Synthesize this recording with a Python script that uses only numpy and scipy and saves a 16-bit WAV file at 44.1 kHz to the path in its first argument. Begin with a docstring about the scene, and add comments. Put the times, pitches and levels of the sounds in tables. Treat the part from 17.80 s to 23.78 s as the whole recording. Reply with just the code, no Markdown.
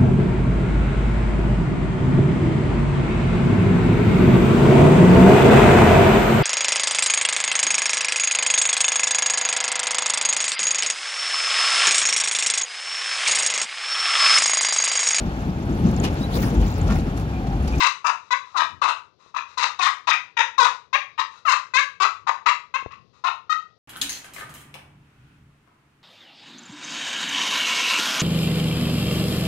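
"""A friction pot call in a small wooden hunting blind, over a faint rumble of outdoor air.
From the start, quick strokes of the peg give raspy yelps, about four a second: the peg sticks and slips
some 300 to 650 times a second and rings the pot; the plank walls answer briefly.
In some gaps the peg slides lightly. Wood is bumped softly at 1.5 s, then twice, harder, just after 5 s.
The last yelp comes at 5.7 s."""
import sys
import numpy as np
from scipy import signal
from scipy.fft import rfft, irfft, next_fast_len
from scipy.io import wavfile
from scipy.ndimage import uniform_filter1d, minimum_filter1d, map_coordinates

SR = 44100
rng = np.random.default_rng(int(sys.argv[2]) if len(sys.argv) > 2 else 0)


def wav_record(signal):
    """Record a signal, one row per channel, as 16-bit PCM in the file named by sys.argv[1]."""
    frames = np.transpose(np.atleast_2d(signal))
    bounded = np.clip(frames, -1, 1)
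    # unit amplitude maps onto the largest positive 16-bit level
    quanta = np.round(bounded * 32767).astype(np.int16)
    wavfile.write(sys.argv[1], SR, quanta)


N = 263717


def amp(db):
    return 10 ** (np.asarray(db) / 20)


def unit(x):
    return x / np.sqrt(np.mean(x ** 2) + 1e-20)


def along(points, hz):
    """Interpolate (f/Hz, value) points on a log axis."""
    f, v = np.transpose(points)
    return np.interp(np.log(hz + 1), np.log(f + 1), v)


def wobble(t, per_s):
    """Smooth random curve."""
    return map_coordinates(rng.standard_normal(128), [t * per_s], mode="mirror")


def filtered(x, response):
    """Apply a complex frequency response."""
    m = next_fast_len(len(x) + 8192)
    return irfft(rfft(x, m) * response(np.fft.rfftfreq(m, 1 / SR)), m)[:len(x)]


def shaped_noise(count, response):
    """Filtered noise at rms 1."""
    return unit(filtered(rng.standard_normal(count), response))


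def steady(x, size=700):
    """Hold x near rms 1 over a few slips."""
    power = np.abs(uniform_filter1d(uniform_filter1d(x ** 2, size), size // 2))
    return x / np.sqrt(power + np.mean(x ** 2) / 100)


def pulses(times_s, sizes, count):
    """Sharp pulses placed between samples."""
    at = times_s[:, None] * SR
    taps = np.floor(at).astype(int) + np.arange(-7, 9)
    shapes = sizes[:, None] * np.sinc(taps - at) * np.cos(np.pi * (taps - at) / 16) ** 2
    return np.bincount(np.clip(taps, 0, count).ravel(), shapes.ravel(), count + 1)[:count]


def add(track, start_s, x):
    i = round(start_s * SR)
    part = x[max(-i, 0):N - i]
    track[max(i, 0):][:len(part)] += part


def air(hush_db=-69, rumble_db=-67.5, rumble_hz=80, sleeve_db=-74, sleeve_hz=4800):
    """Even outdoor hush, a low rumble that swells now and then, and the rustle of a moving sleeve."""
    # outdoor air: f/Hz, density/dB
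    spectrum = [(15, -43.5), (25, -21.5), (127, -35), (370, 6), (469, 7.5), (1270, -12.5), (1520, -20.5),
                (5930, -16.5), (8780, -53.5), (12000, -38.5), (13000, -34)]
    # rumble swells: t/s, half-width/s, level/dB
    swells = [(.95, 0.063, -52.5), (4.451, 0.034, -62), (5.199, 0.14, -61.5)]
    t = np.arange(N) / SR
    hush = shaped_noise(N, lambda hz: amp(along(spectrum, hz)))
    rumble = shaped_noise(N, lambda hz: (hz / rumble_hz) ** 4 / (1 + (hz / rumble_hz) ** 5.5))
    sleeve = shaped_noise(N, lambda hz: (hz / sleeve_hz) ** 2 / (1 + (hz / sleeve_hz) ** 10))
    swell = sum(amp(db) * np.exp(-((t - at_s) / width_s) ** 2) for at_s, width_s, db in swells)
    sleeve_gain = amp(sleeve_db + 2.4 * wobble(t, per_s=5.7))
    return amp(hush_db) * hush + (amp(rumble_db) + swell) * rumble + sleeve_gain * sleeve


def in_blind(x, wet_db=-5.0, delay_s=0.0053, build_s=0.011):
    """Direct sound plus the walls' answer, which differs with each position of the hands."""
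    # wall reverberation: f/Hz, t60/s
    decay = [(200, .28), (1000, .285), (3000, .285), (7000, .28), (12000, .24)]
    hz, t, noise = signal.stft(rng.standard_normal(SR // 2), SR, nperseg=256)
    tail = signal.istft(noise * amp(-60 * t / along(decay, hz)[:, None]), SR, nperseg=256)[1]
    tail *= np.clip((np.arange(len(tail)) / SR - delay_s) / build_s, 0, 1)
    answer = signal.fftconvolve(x, tail)
    answer *= amp(wet_db) * np.linalg.norm(x) / np.linalg.norm(answer)
    return answer + np.pad(x, (0, len(tail) - 1))


def bumps(soft_hz=2200, thud_hz=99, thud_t60_s=0.033, thud_rise_s=0.00085):
    """Bumped wood: a short knock over a low thud that swells more slowly."""
    # bumps on wood: t/s, knock/dB, thud/dB
    hits = [(1.462, -46, -58), (5.026, -37, -45), (5.0615, -22, -25)]
    # wood modes: f/Hz, level/dB, t60/s
    modes = [(476, -1.5, 0.024), (690, 11.5, 0.005), (990, -8, 0.0064)]
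    out, t = np.zeros(N), np.arange(SR // 4) / SR
    ring = lambda hz, t60_s: np.sin(2 * np.pi * hz * t) * amp(-60 * t / t60_s)
    knock = sum(amp(db) * ring(hz, t60_s) for hz, db, t60_s in modes) / 2
    knock = filtered(knock, lambda hz: 1 / (1 + 1j * hz / soft_hz) ** 2)  # soft contact, little treble
    thud = ring(thud_hz, thud_t60_s) * (1 - np.exp(-t / thud_rise_s))
    for start_s, knock_db, thud_db in hits:
        add(out, start_s, in_blind(amp(knock_db) * knock + amp(thud_db) * thud, wet_db=-21.5))
    return out


def pot(hz):
    """What the pot radiates for a push of the peg."""
    # pot and peg resonances: f/Hz, width/Hz, level/dB
    modes = [(1000, 333, -0.5), (1257, 233, 2), (1978, 206, -10.5), (2608, 178, -8.5), (3891, 252, -7),
             (5045, 583, -15.5), (6194, 1285, -18)]
    # radiation of the pot and rounding of each slip by the soft tip: f/Hz, gain/dB
    radiation = [(100, -4.5), (300, -7.5), (650, -13), (950, -4), (6500, -11.5), (8500, -20),
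                 (12200, -30.5), (13000, -40.5)]
    response = sum((-1) ** k * amp(db) * 1j * hz * width_hz / (f ** 2 - hz ** 2 + 1j * hz * width_hz)
                   for k, (f, width_hz, db) in enumerate(modes))
    return response * amp(along(radiation, hz))


def slides(low_cut_hz=2500):
    """The peg slides without pressure: a thin scrape through the pot."""
    # light slides: t/s, length/s, level/dB
    moves = [(0.394, .12, -57), (0.606, 0.25, -54), (1.376, 0.15, -57.5), (1.668, 0.098, -51.5),
             (3.497, 0.12, -51.5), (5.322, 0.095, -60.5)]
    out = np.zeros(N)
    for start_s, length_s, db in moves:
        count = int(length_s * SR)
        scrape = shaped_noise(SR // 4, lambda hz: pot(hz) * hz / (hz + low_cut_hz))[:count]
        add(out, start_s, in_blind(amp(db) * scrape * signal.windows.tukey(count)))
    return out


def stick_slip(rate_hz, rough, waver=0.06, jitter=0.075, scatter_db=5, limp=0.15, grit=0.8):
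    """One pulse per slip; a rough grip wavers, scatters slips, weakens every other one and adds grit."""
    t = np.arange(len(rate_hz)) / SR
    cycles = np.cumsum(rate_hz * (1 + waver * rough * wobble(t, per_s=130.2))) / SR
    slip = np.arange(int(cycles[-1]))
    times_s = np.interp(slip, cycles, t)
    slip_rough = np.interp(times_s, t, rough)
    period_s = 1 / np.interp(times_s, t, rate_hz)
    late, strong = rng.uniform(-1.7, 1.7, (128, 2))[:len(slip)].T
    sizes = amp(scatter_db * slip_rough * strong) * (1 + limp * np.sqrt(slip_rough) * (-1) ** slip)
    train = unit(pulses(times_s + jitter * slip_rough ** 2 * period_s * late, sizes, len(t)))
    scrape = unit(rng.standard_normal(SR // 4)[:len(t)] * (1 + np.cos(np.pi * cycles) ** 2))
    return train + grit * rough * scrape


def bending_waves(x, uneven=0.093, shifts_per_s=45):
    """Each slip spreads over a few ms; the paths shift as the peg moves, so overtones flutter."""
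    count = SR // 250
    m = next_fast_len(len(x) + 2048)
    paths = rfft(rng.standard_normal((2, count)) * np.linspace(1, 0, count), m)
    one, other = irfft(rfft(x, m) * paths / np.abs(paths) ** (1 - uneven), m)[:, :len(x)]
    turn = np.pi / 4 + wobble(np.arange(len(x)) / SR, shifts_per_s) / 2
    return np.cos(turn) * one + np.sin(turn) * other


def registers(force, length_s, bass_hz=290, rasp_hz=1600, edge_hz=3200, sizzle_hz=7400):
    """The pot's main ring, rasp and treble edge under one stroke, each near rms 1."""
    spot = 1 + 0.022 * rng.standard_normal()  # each stroke starts at another spot on the pot
    ring = lambda band: steady(filtered(force, lambda hz: pot(hz * spot) * band(hz)))
    below = lambda hz, corner_hz, order=16: 1 / (1 + (hz / corner_hz) ** order)
    pressed_db = 6 * np.log(length_s / 0.06)  # long strokes are pressed harder and sizzle more
    sizzle = lambda hz: amp(pressed_db * (1 - below(hz, sizzle_hz)))
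    return [ring(lambda hz: below(hz, rasp_hz) * (1 - below(hz, bass_hz, order=4))),
            ring(lambda hz: below(hz, edge_hz) - below(hz, rasp_hz)),
            ring(lambda hz: (1 - below(hz, edge_hz)) * sizzle(hz))]


def yelp(start_s, length_s, bite, softness, landing_hz, bite_hz, lifting_hz, rough,
         main_db, rasp_db, edge_db, attack_s=0.0039, release_s=0.011, ease=1.72):
    """One stroke: pressure rises to the bite, then eases; slip rate, roughness and brightness follow."""
    # the peg skids and catches again: t/s, half-width/s, dip/dB
    skids = [(1.072, 0.015, 7.5), (1.809, 0.016, 4), (2.839, 0.0078, 10.5), (3.717, 0.012, 5.5)]
    # light-touch loss on landing, at softness 1: main/dB, rasp/dB, edge/dB
    landing_loss_db = [4.5, 10, 13.5]
    # light-touch loss on lifting: main/dB, rasp/dB, edge/dB
    lifting_loss_db = [0.5, -0.5, 5.5]
    t = np.arange(int((length_s + 0.04) * SR)) / SR
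    landing = np.clip(1 - t / length_s / bite, 0, 1)  # 1 at first touch, 0 from the bite on
    lifting = np.clip((t / length_s - bite) / (1 - bite), 0, 1)  # 0 up to the bite, 1 as the peg leaves
    settle_hz = (landing_hz - bite_hz) * landing ** 1.5
    flick_hz = (lifting_hz - bite_hz) * lifting ** 2.4
    rough = rough * (1 - 0.32 * landing) + 0.29 * lifting ** ease  # the grip breaks up on lifting
    for at_s, width_s, dip_db in skids:
        if start_s < at_s < start_s + length_s:
            main_db = main_db - dip_db * np.exp(-((start_s + t - at_s) / width_s) ** 2)
            rough = rough + 0.25 * (start_s + t > at_s - width_s)
    force = bending_waves(stick_slip(bite_hz + settle_hz + flick_hz, np.clip(rough, 0.15, 1)))
    rings = registers(force, length_s)
    sound = 0
    for ring, db, early_db, late_db in zip(rings, [0, rasp_db, edge_db], landing_loss_db, lifting_loss_db):
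        loss_db = softness * early_db * landing ** ease + late_db * lifting ** ease
        chatter_db = 3.52 * wobble(t, per_s=110)  # uneven grip
        sound = sound + ring * amp(main_db + db - loss_db + chatter_db)
    contact = np.clip(t / attack_s, 0, 1) * np.exp(-np.maximum(t - length_s, 0) / release_s)
    return contact * sound


def calling():
    """Strokes of the peg on the pot, each a yelp that the walls answer."""
    # strokes: t/s, length/s, bite position/length, landing softness, slip rate on landing/Hz,
    # at the bite/Hz, on lifting/Hz, roughness 0-1, main ring/dB, rasp/dB re main, edge/dB re main
    strokes = [ (0.000, 0.073, 0.34, 0.76, 564.3, 484.9, 579.8, 0.57, -18, -5, -5),
               (0.243, 0.058, 0.44, 1.1, 304.2, 312.8, 350.3, 0.73, -20.5, -7, -13),
               (0.505, 0.037, 0.53, 1.1, 518.4, 489.5, 563, 0.17, -20.5, -5.5, -8.5),
               (0.743, 0.086, 0.51, 3.5, 427.4, 316.7, 335.6, 0.39, -18.5, -9.5, -8.5),
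               (1.015, 0.087, 0.57, 0.9, 615.8, 326.6, 327.4, 0.56, -20, -8.5, -9.5),
               (1.541, 0.048, 0.85, 2.1, 317, 321.2, 326, 0.77, -23.5, -8, -16),
               (1.772, 0.073, 0.85, 1.2, 516, 445.3, 397, 0.66, -21.5, -2, -1.5),
               (1.989, 0.094, .70, 1.15, 373.3, 353.8, 549.3, .45, -19.5, -4.5, -6),
               (2.271, 0.052, 0.54, 0.69, 340, 305.2, 333, 0.63, -20, -0.5, -3.5),
               (2.567, .045, .7, 1.22, 468.5, 447, 556, 0.54, -21, 0, -5),
               (2.779, 0.088, 0.45, 0.66, 566, 484, 547.5, .22, -15, -10, -7),
               (3.128, 0.028, 0.57, 0.94, 487, 543, 613, 0.16, -21.5, 2, -7),
               (3.377, 0.037, 0.62, 1.54, 302, 320, 354, 0.61, -22, -7, -8.5),
               (3.650, 0.083, 0.7, 2.1, 679.6, 501, 563, 0.28, -15.5, -6, -11.5),
               (3.936, 0.056, .33, 1.1, 497, 512.9, 586.5, 0.1, -19.5, 0, -6),
               (4.2, 0.052, .68, 1, 377.6, 381.9, 616.7, .33, -16.5, -7.5, -9),
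               (4.467, .031, 0.79, 1.5, 342.7, 303.2, 313.5, 0.78, -20, -6.5, -11.5),
               (4.658, 0.039, 0.43, 0.92, 369, 505, 593.6, 0.39, -18.5, -1.5, -5.5),
               (4.939, 0.021, 0.62, 0.32, 499, 527.6, 541.4, 0.18, -23, -4, -12),
               (5.105, 0.038, 0.38, 0.27, 546, 543, 562, 0.6, -43.5, -8, -14.5),
               (5.438, 0.046, 0.67, 1.24, 348.2, 348.8, 445.5, 0.4, -20.5, -8, -15.5),
               (5.694, 0.035, 0.52, 1.1, 618.4, 630, 634, 0.1, -18.5, -9.5, -15)]
    out = np.zeros(N)
    for start_s, *stroke in strokes:
        add(out, start_s, in_blind(yelp(start_s, *stroke)))
    return out


def scene():
    """One microphone on the left channel; the right is all but silent."""
    sound = calling() + slides() + bumps() + air()
    return np.array([sound, sound * amp(-81.5)]) * amp(4)


def record(dry, low_cut_hz=65, ceiling=0.86, top_hz=13300):
    """Recorder: low cut, peak limiter, band limit."""
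    thin = signal.sosfilt(signal.butter(2, low_cut_hz, "high", fs=SR, output="sos"), dry)
    needed_gain = 1 / np.maximum(np.abs(thin).max(axis=0) / ceiling, 1)
    gain = uniform_filter1d(minimum_filter1d(needed_gain, size=441), size=441)
    return np.array([filtered(channel, lambda hz: hz < top_hz) for channel in thin * gain])


dry = scene()
out = record(dry)
wav_record(out)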